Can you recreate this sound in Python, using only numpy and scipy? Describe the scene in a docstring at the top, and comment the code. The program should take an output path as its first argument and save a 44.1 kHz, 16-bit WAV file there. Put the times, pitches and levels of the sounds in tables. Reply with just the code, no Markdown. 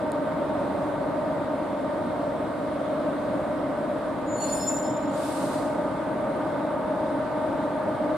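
"""Electric locomotive braking to a stop

Six cooling blowers hold harmonic blade tones over broadband duct roar and grille hiss, while the locomotive creeps away.
A faint high whistle, a narrow wavering cluster of tones, goes on throughout; a small hard part ticks once.
The shoes grip, and stick-slip friction makes the wheels squeal in their ringing modes over a scrape.
Brake air is then let out as a turbulent jet, a hiss that opens fast and dies away."""
import sys
import numpy as np
from scipy import signal
from scipy.fft import rfft, irfft, next_fast_len
from scipy.io import wavfile
from scipy.ndimage import uniform_filter1d

SR = 44100
rng = np.random.default_rng(int(sys.argv[2]) if len(sys.argv) > 2 else 0)


def int16_out(signal):
    """Quantize to a 16-bit WAV file."""
    q = np.round(np.clip(np.atleast_2d(signal).T, -1, 1) * 32767)
    wavfile.write(sys.argv[1], SR, q.astype(np.int16))


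N = 360285
TIME = np.arange(N) / SR
ALL = slice(None)
STOP = slice(round(4.2 * SR), round(5.5 * SR))  # the samples in which the brakes sound
SLOWS_S, SLOWING_S = 4.3, 1.3  # the speed starts to die off; its time constant
CREEP_M_S, SOUND_M_S = .6, 343
SHIFT_S = 0.95  # time scale of a slow level change


def amp(db):
    """Level law: decibels to an amplitude ratio."""
    return 10 ** (np.asarray(db) / 20)


def unit(x):
    """Normalization to unit root-mean-square."""
    return x / np.sqrt(np.mean(np.abs(x) ** 2) + 1e-20)


def along(points, hz):
    """Interpolation of (frequency [Hz], value) on a logarithmic frequency axis."""
    f, v = np.transpose(points)
    return np.interp(np.log(hz + 1), np.log(f + 1), v)


def curves(rows):
    """Linear interpolation in time: one curve for each column after the time."""
    s, *cols = np.transpose(rows)
    return np.array([np.interp(TIME, s, c) for c in cols])


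def span(rows):
    """Time gate: 1 between the first and last row, 0 outside."""
    return (TIME > rows[0][0]) & (TIME < rows[-1][0])


def step(at, width, part=ALL):
    """Hyperbolic-tangent transition from 0 to 1 centred on a moment."""
    return .5 + .5 * np.tanh((TIME[part] - at) / width)


def wobble(rate, part=ALL):
    """Random modulation: Gaussian knots, rate a second, joined by straight lines."""
    knots = rng.standard_normal(int(N * rate / SR) + 4)
    return np.interp(TIME[part] * rate, np.arange(len(knots)), knots)


def filtered(x, response):
    """Linear filtering: the spectrum times a complex frequency response."""
    m = next_fast_len(N + 8192)
    return irfft(rfft(x, m) * response(np.fft.rfftfreq(m, 1 / SR)), m)[..., :N]


def rush(spectrum, alike, patchy_db):
    """Turbulent noise of rms 1: shaped spectrum, random patches of gain, partial stereo coherence."""
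    z = signal.stft(rng.standard_normal((2, N)), nperseg=512)[2]
    field = rng.standard_normal(z.shape[1:])
    field = uniform_filter1d(field, size=6, axis=0)
    field = uniform_filter1d(field, size=14, axis=1)
    pair = signal.istft(z * amp(patchy_db * unit(field)), nperseg=512)[1][:, :N]

    def mid_side(hz):
        turn = np.arccos(np.clip(along(alike, hz), 0, 1)) / 2
        return amp(along(spectrum, hz)) * [np.cos(turn), np.sin(turn)]

    mid, side = filtered(pair, mid_side)
    return unit(np.array([mid + side, mid - side]))


def tone(hz, rough, width_hz, apart, part=ALL):
    """Narrow-band tone of rms 1: its rough share wanders in size and phase, partly apart in each ear."""
    shared, left, right = (unit(wobble(width_hz, part) + 1j * wobble(width_hz, part)) for _ in range(3))
    rough = np.clip(rough, 0, 1)
    wander = np.sqrt(1 - apart) * shared + np.sqrt(apart) * np.array([left, right])
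    turns = np.cumsum(hz * np.ones(len(shared))) / SR
    spin = np.exp(2j * np.pi * (turns + rng.random()))
    return np.sqrt(2) * np.real(spin * (np.sqrt(1 - rough) + np.sqrt(rough) * wander))


def receding():
    """Doppler effect: the factor by which moving away lowers a pitch."""
    speed = CREEP_M_S * np.exp(-np.maximum(TIME - SLOWS_S, 0) / SLOWING_S)
    return 1 - speed / SOUND_M_S


# Blade-pass rate of each blower at rest: (frequency [Hz])
BLADE_PASS = [274.18, 283.43, 294.94, 303.76, 307.43, 311.9]
# Harmonics of each blower, one row each, before shift and pan: (level of multiples 1 to 8 [dB rms])
HARMONICS = [(-42, -47, -51, -64, -60, -69, -72, -74), (-49, -44, -49, -55, -65, -63, -72, -78),
             (-43, -41, -51, -58, -61, -73, -69, -80), (-46, -41, -48, -53, -57, -70, -76, -84),
             (-57, -43, -47, -56, -56, -64, -67, -78), (-45, -37, -49, -58, -60, -69, -67, -75)]
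# Left over right for each blower, divided by the harmonic number: (level [dB])
BLOWER_PAN = [3, -4, -5, 7, -6, 5.5]
# Strength changes as the sound paths shift, one row a blower, for multiples 1-2, then 3, then 4-8:
# three times (early level [dB], late level [dB], change at [s])
PATH_SHIFTS = [(0.5, 1, 4, -1.5, -0.5, 4.7, 1, 2.5, 5), (3, -8.5, 3.9, -1, 4.5, 5.2, -9.5, 0.5, 2),
               (-.5, -7, 8.3, -4, 1, 4.7, 0, 4, 5), (-2, -4.5, 4.6, -3.5, 2, 3.9, -4, 4, 5.4),
               (-1.5, 2.5, 5.8, 3.5, -0.5, 3, 0.5, -2.5, 7.2), (-1, 3, 6.4, -3.5, 3.5, 4.9, -2, 1.5, 6.3)]
# Weak steady tones of other machinery: (frequency [Hz], level [dB rms])
MACHINERY = [(584, -49), (959.6, -57), (973, -58), (2190, -74)]
LULL_DB, LULL_AT_S, LULL_S = -7, 3.3, .6  # the third multiples of all blowers dip together


def blowers():
    """Harmonic series of blade passing: each wheel sings multiples of its rate, and neighbours beat."""
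    coarse = slice(None, None, 6)  # these low tones need only every sixth sample
    turns = (np.cumsum(receding()) / SR)[coarse]
    lull_db = LULL_DB * np.exp(-.5 * ((TIME[coarse] - LULL_AT_S) / LULL_S) ** 2)
    sides = np.array([[1], [-1]])  # left, right
    out = 0
    for hz, orders, shift, pan_db in zip(BLADE_PASS, HARMONICS, PATH_SHIFTS, BLOWER_PAN):
        hum_db, third_db, whine_db = (
            early + (late - early) * step(at, SHIFT_S, coarse)
            for early, late, at in np.reshape(shift, (3, -1)))
        third_db = third_db + lull_db
        for k, db in enumerate(orders, 1):
            path_db = hum_db if k < 3 else third_db if k == 3 else whine_db
            # echoes and eddies shake each tone
            drift_db = 1.2 * wobble(.8, coarse) + 1.1 * wobble(2, coarse) + 1.5 * wobble(12, coarse)
            lean = rng.normal(0, .17) * sides  # radians: the phase differs a little between the ports
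            cycles = k * hz * turns + rng.random() + .075 * wobble(11, coarse)
            wave = np.sqrt(2) * np.sin(2 * np.pi * cycles + lean)
            out = out + amp(db + pan_db / 2 / k * sides + path_db + drift_db) * wave
    out = signal.resample_poly(out, 6, 1, axis=1)[:, :N]
    for hz, db in MACHINERY:
        out += amp(db + 3 * wobble(1.5)) * tone(hz, .2, width_hz=3, apart=.3)
    return out


# Relative spectrum of the duct roar: (frequency [Hz], density [dB per Hz])
DUCT_SPECTRUM = [(15, -51), (40, -20.5), (100, -13), (200, -6), (260, -5.5), (297, -0.5), (350, -8.5),
                 (435, -12.5), (520, -7), (600, -1.5), (680, -7.5), (800, -13), (1200, -15.5), (1600, -25),
                 (2150, -30), (2400, -39), (4000, -62)]
# Relative spectrum of the hiss through the side grilles: (frequency [Hz], density [dB per Hz])
GRILLE_SPECTRUM = [(1410, -25), (2400, -1.5), (2940, -3), (3690, -2), (6020, -16.5), (8760, -11.5),
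                   (9030, -12.5), (10400, -18), (13400, -25), (15500, -36)]
# Stereo coherence of the air noise: (frequency [Hz], left-right likeness [0-1])
COHERENCE = [(25, .3), (60, 0.72), (130, 0.95), (290, 0.98), (640, 0.76), (1410, 0.59), (3100, 0.57),
             (6820, 0.13), (15000, .06)]
ROAR_DB, GRILLE_DB = -30, -54.5
UPPER_DB, UPPER_GAIN_DB, UPPER_GAIN_S = 1, 0.35, 5.6  # extra above 700 Hz; its later growth, centred here
BASS_GAIN_DB, BASS_HZ = 0.5, 200  # the lowest roar grows by this much over the stop


def airflow():
    """Turbulent flow noise: air roars in the ducts and hisses through the grilles."""
    roar = rush(DUCT_SPECTRUM, COHERENCE, patchy_db=0.5)
    upper = filtered(roar, lambda hz: 1 / (1 + (700 / (hz + 1)) ** 4))
    bass = filtered(roar, lambda hz: 1 / (1 + (hz / BASS_HZ) ** 4))
    bass_db = BASS_GAIN_DB * (step(SLOWS_S, SLOWING_S) - .5)
    upper_db = UPPER_DB + UPPER_GAIN_DB * step(UPPER_GAIN_S, SHIFT_S)
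    roar = roar + (amp(upper_db) - 1) * upper + (amp(bass_db) - 1) * bass
    hiss = rush(GRILLE_SPECTRUM, COHERENCE, patchy_db=1)
    return amp(ROAR_DB + 0.64 * wobble(2.88)) * roar + amp(GRILLE_DB + 0.56 * wobble(4)) * hiss


# Close high tones, before their growth at the stop: (frequency at rest [Hz], level [dB rms])
WHISTLE_TONES = [(9206, -74), (9178, -79), (9135, -85)]
WHISTLE_GAIN_DB = 1.5  # it grows as the locomotive stops


def whistle():
    """Narrow-band modulation: thin close tones near the top of the hiss waver in pitch and strength."""
    growth_db = WHISTLE_GAIN_DB * step(SLOWS_S, SLOWING_S)
    out = 0
    for hz, db in WHISTLE_TONES:
        pitch = hz * receding() + 2 * wobble(6)
        out = out + amp(db + 1.5 * wobble(2) + growth_db) * tone(pitch, .4, width_hz=30, apart=.5)
    return out


# Blows of a part rattling to rest: (time [s], level [dB])
TICK_BLOWS = [(0.1186, -25), (0.119, -13.5), (0.1203, -25), (0.1213, -29)]
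# Resonances that the blows excite: (frequency [Hz], width [Hz], level [dB])
TICK_RESONANCES = [(4030, 900, -1), (5200, 1000, -9), (6900, 900, -2), (8800, 1300, 2), (11300, 2200, -7)]


def tick():
    """Impulse response of damped resonators: a small hard part clicks."""
    blows = np.zeros((2, N))
    for s, db in TICK_BLOWS:
        blows[:, round(s * SR)] = amp(db) * rng.choice([-1, 1])

    def resonances(f):
        total = 0
        for k, (centre, width, db) in enumerate(TICK_RESONANCES):
            damping = 1j * f * width
            total = total + (-1) ** k * amp(db) * damping / (centre * centre - f * f + damping)
        return total

    return filtered(blows, resonances)


def swell(start, full, fade, t60):
    """Growth and decay envelope: rises from start to full, holds, then decays by 60 dB in t60."""
    t = TIME[STOP]
    rise = np.clip((t - start) / max(full - start, .005), 0, 1) ** 2
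    return rise * amp(-60 * np.maximum(t - fade, 0) / t60)


# Strongest wheel mode, before its surges: (time [s], level [dB])
MAIN_SQUEAL = [(4.255, -73), (4.28, -53), (4.33, -42.5), (4.375, -42), (4.39, -47), (4.42, -38),
               (4.5, -38.5), (4.6, -42.5), (4.72, -34), (4.85, -43.5), (4.93, -47), (5.04, -52.5),
               (5.2, -75)]
# Moments at which that mode sings out clean: (time [s], gain [dB])
CLEAN_SURGES = [(4.538, 9), (4.69, 11), (4.435, 4.5), (4.61, 4.5), (4.79, 0), (5.15, 15)]
# Other wheel modes: (frequency [Hz])
MODE_HZ = [2660, 3470, 3620, 4205, 4390, 5275, 6850, 7300, 7840, 8610, 8760, 8890, 9135, 9440, 9670, 10360,
           10570, 8020, 8400, 10950, 9880, 10150]
# Each of these modes while the shoes bite: (level [dB], width [Hz], to which the tone adds 55)
MODE_BITE = [(-65, 28), (-62, 50), (-58.5, 60), (-63, 62), (-65, 59), (-59, 40), (-74, 130), (-62, 180),
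             (-73, 60), (-66, 54), (-61, 72), (-66, 37), (-64, 26), (-69, 50), (-62, 38), (-65, 70),
             (-63, 89), (-69, 60), (-71, 71), (-80, 60), (-70, 90), (-67, 90)]
# One mode rings out clean: (full at [s], mode number from 0, level [dB])
MODE_FLARES = [(4.38, 14, -54), (4.42, 14, -52), (4.375, 4, -53), (4.41, 4, -47), (4.445, 3, -51.5),
               (4.46, 0, -59), (4.41, 8, -60), (4.41, 17, -62), (4.375, 13, -61), (4.37, 10, -67),
               (4.45, 10, -60), (4.7, 19, -68), (4.73, 15, -61), (4.46, 13, -52), (4.45, 8, -61),
               (4.46, 9, -61), (4.46, 16, -61), (4.48, 4, -49), (4.49, 5, -56), (4.51, 8, -61),
               (4.51, 12, -52), (4.525, 14, -48), (4.55, 4, -57), (4.53, 5, -57), (4.57, 5, -53),
               (4.53, 11, -51), (4.57, 11, -47), (4.57, 12, -53), (4.57, 14, -52), (4.61, 3, -59),
               (4.61, 5, -45), (4.62, 16, -56), (4.63, 10, -56), (4.6, 4, -60), (4.65, 4, -55),
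               (4.65, 5, -46), (4.64, 1, -57), (4.69, 14, -60), (4.68, 12, -62), (4.72, 0, -59),
               (4.77, 3, -64), (4.93, 2, -62), (4.72, 5, -55), (4.78, 5, -60), (4.8, 11, -63),
               (4.82, 12, -64), (4.84, 5, -55), (4.84, 4, -64), (4.85, 14, -64), (4.87, 2, -62),
               (4.88, 5, -57), (4.97, 5, -63), (5.05, 5, -67)]
# Highest tones, rough and drifting:
# (first frequency [Hz], last frequency [Hz], level [dB], full at [s], fades from [s], fade t60 [s])
HIGHEST_TONES = [(11450, 11340, -61, 4.48, 4.57, .8), (12370, 12350, -57, 4.55, 4.66, 1.1),
                 (14040, 14210, -61, 4.48, 4.74, .75)]
GRIP_S, EASE_S = 4.38, 4.68  # the shoes bite hard; they begin to ease off
SURGE_S = 0.012
SQUEAL_HZ, LEAD_IN_HZ = 7000, 18  # higher by the second before the bite
GLIDE_HZ, GLIDE_AT_S, GLIDE_S = 95, 4.55, .07  # it glides up
ROUGH_LEAD_IN, ROUGH_GRIP, ROUGH_PER_S = .02, 0.6, 1  # roughness before the bite, added at it, growth after
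TWIN_DB = -3  # a second wheel just above, relative to the first, from the bite on
BITE_RISE_S, BITE_T60_S = 0.12, 1
FLARE_RISE_S, FLARE_HOLD_S, FLARE_T60_S, FLARE_ROUGH = 0.04, 0.025, 0.2, .27
WANDER_HZ, FLUTTER_DB = 16, 1.8  # each mode strays in pitch and flutters in strength
HIGHEST_RISE_S, HIGHEST_WIDTH_HZ = 0.25, 260
SCRAPE_DB, SCRAPE_RISE_S, SCRAPE_EASE_S, SCRAPE_T60_S = -50, .04, 4.58, 1.25


def main_squeal():
    """Stick-slip self-excitation: friction keeps the strongest mode ringing, with a twin and a skirt."""
    t = TIME[STOP]
    db = curves(MAIN_SQUEAL)[0, STOP]
    on = span(MAIN_SQUEAL)[STOP]
    bitten = step(GRIP_S, .012, STOP)
    hz = SQUEAL_HZ + LEAD_IN_HZ * (1 - bitten) + GLIDE_HZ * step(GLIDE_AT_S, GLIDE_S, STOP)
    surge_db = sum(gain_db * np.exp(-.5 * ((t - s) / SURGE_S) ** 2) for s, gain_db in CLEAN_SURGES)
    rough = ROUGH_LEAD_IN + bitten * (ROUGH_GRIP + ROUGH_PER_S * (t - GRIP_S))
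    rough = rough * amp(-surge_db)  # a surge is also purer
    line = amp(db + surge_db) * tone(hz, rough, 70, .9, STOP)
    twin = bitten * amp(db + TWIN_DB) * tone(hz + 48, .7, 100, .9, STOP)
    # chatter spreads a faint skirt round the line
    skirt = amp(uniform_filter1d(db, size=6000) - 22) * tone(hz + 60, 1, 350, .7, STOP)
    return on * (line + twin + skirt)


def wheel_modes():
    """Modal excitation: stick-slip rings many wheel modes, some flaring up for a moment."""
    bite = swell(GRIP_S - BITE_RISE_S / 2, GRIP_S + BITE_RISE_S, EASE_S, BITE_T60_S)
    flare_power = np.zeros((len(MODE_BITE), len(bite)))
    for full, mode, level_db in MODE_FLARES:
        envelope = swell(full - FLARE_RISE_S, full, full + FLARE_HOLD_S, FLARE_T60_S)
        flare_power[mode] += (amp(level_db) * envelope) ** 2
    ring = 0
    for mode_hz, (level_db, width), flare in zip(MODE_HZ, MODE_BITE, flare_power):
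        steady = (amp(level_db) * bite) ** 2
        power = steady + flare
        rough = (steady * min(width / 55, 1) + flare * FLARE_ROUGH) / (power + 1e-20)
        pitch = mode_hz + WANDER_HZ * wobble(18, STOP)
        flutter = amp(FLUTTER_DB * wobble(45, STOP))
        ring = ring + np.sqrt(power) * flutter * tone(pitch, rough, width + 55, .8, STOP)
    for first_hz, last_hz, level_db, full, fade, t60 in HIGHEST_TONES:
        glide = first_hz + (last_hz - first_hz) * step(GLIDE_AT_S, GLIDE_S, STOP)
        envelope = amp(level_db) * swell(full - HIGHEST_RISE_S, full, fade, t60)
        ring = ring + envelope * tone(glide, .9, HIGHEST_WIDTH_HZ, 0.94, STOP)
    return ring


def scrape():
    """Sliding-friction noise: the shoes rub the treads from the bite on."""
    # relative spectrum: (frequency [Hz], density [dB per Hz])
    spectrum = [(2000, -26), (2600, -1), (3700, -8), (4800, -2), (6800, -30), (7700, -7), (8300, -12),
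                (9000, -3), (10700, -6), (11200, -44)]
    rub = rush(spectrum, [(9000, 0.3)], patchy_db=-1.5)[:, STOP]
    envelope = swell(GRIP_S - SCRAPE_RISE_S / 2, GRIP_S + SCRAPE_RISE_S, SCRAPE_EASE_S, SCRAPE_T60_S)
    return amp(SCRAPE_DB) * envelope * rub


def brakes():
    """Superposition: squeal, wheel modes and scrape add within the braking interval."""
    out = np.zeros((2, N))
    out[:, STOP] = main_squeal() + wheel_modes() + scrape()
    return out


# Relative spectrum of the air jet: (frequency [Hz], density [dB per Hz])
JET_SPECTRUM = [(1470, -32), (2500, 0), (3190, -2.5), (3890, 2.5), (5400, -2), (5700, -5), (8730, 2),
                (12000, -13), (14000, -23), (15500, -28)]
VENT_DB, VENT_OPENS_S, VENT_FILL_S, VENT_SHUTS_S, VENT_SAG_DB_PER_S = -41.7, 5.09, .125, 5.55, 10
VENT_T60_S, LINGER_DB, LINGER_T60_S = 1.3, -5.5, 2.3  # the jet dies fast, its last leak slowly
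DULLS_DB_PER_S, DULLS_HZ, BLOOM_S = 12, 11500, 0.08  # the jet's top blooms later and fades sooner


def vent():
    """Jet noise of brake-cylinder air: the flow opens fast, sags with the pressure, dies away."""
    t = np.maximum(TIME - VENT_OPENS_S, 0)
    flow = (1 - np.exp(-t / VENT_FILL_S)) * amp(-VENT_SAG_DB_PER_S * t)
    shut = np.maximum(TIME - VENT_SHUTS_S, 0)
    flow *= np.maximum(amp(-60 * shut / VENT_T60_S), amp(LINGER_DB - 60 * shut / LINGER_T60_S))
    jet = rush(JET_SPECTRUM, [(5000, .25)], patchy_db=.8)
    top = filtered(jet, lambda hz: 1 / (1 + (DULLS_HZ / (hz + 1)) ** 8))
    top_gain = amp(-DULLS_DB_PER_S * (t - 0.96)) * (1 - np.exp(-t / BLOOM_S))
    jet = jet + (top_gain - 1) * top
    return flow * amp(VENT_DB + 0.72 * wobble(120)) * jet


def scene():
    """Superposition: all sources add linearly."""
    return blowers() + airflow() + whistle() + tick() + brakes() + vent()


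# Colour difference of the ports: (frequency [Hz], left over right level [dB])
PORT_BALANCE = [(60, -1), (110, -2.5), (200, -1), (380, 0.5), (700, 0.5), (1290, -1), (2380, -1),
                (4400, -2.5), (8120, 2.5), (15000, -1.5)]
# Phase difference of the ports: (frequency [Hz], left port lead [rad])
PORT_LEAD = [(25, 1.5), (60, 1), (130, .35), (430, .3), (1500, .02), (6000, -.3), (7000, -.7), (9000, -.4)]
TOP_HZ = 15500  # band limit


def record(dry):
    """Interchannel transfer: two microphone ports differ in colour and phase, below a band limit."""
    half = np.array([[.5], [-.5]])  # each port takes half the difference

    def ports(hz):
        colour = amp(along(PORT_BALANCE, hz) * half)
        phase = np.exp(1j * along(PORT_LEAD, hz) * half)
        return colour * phase * (hz < TOP_HZ)

    return filtered(dry, ports)


dry = scene()
out = record(dry)
int16_out(out)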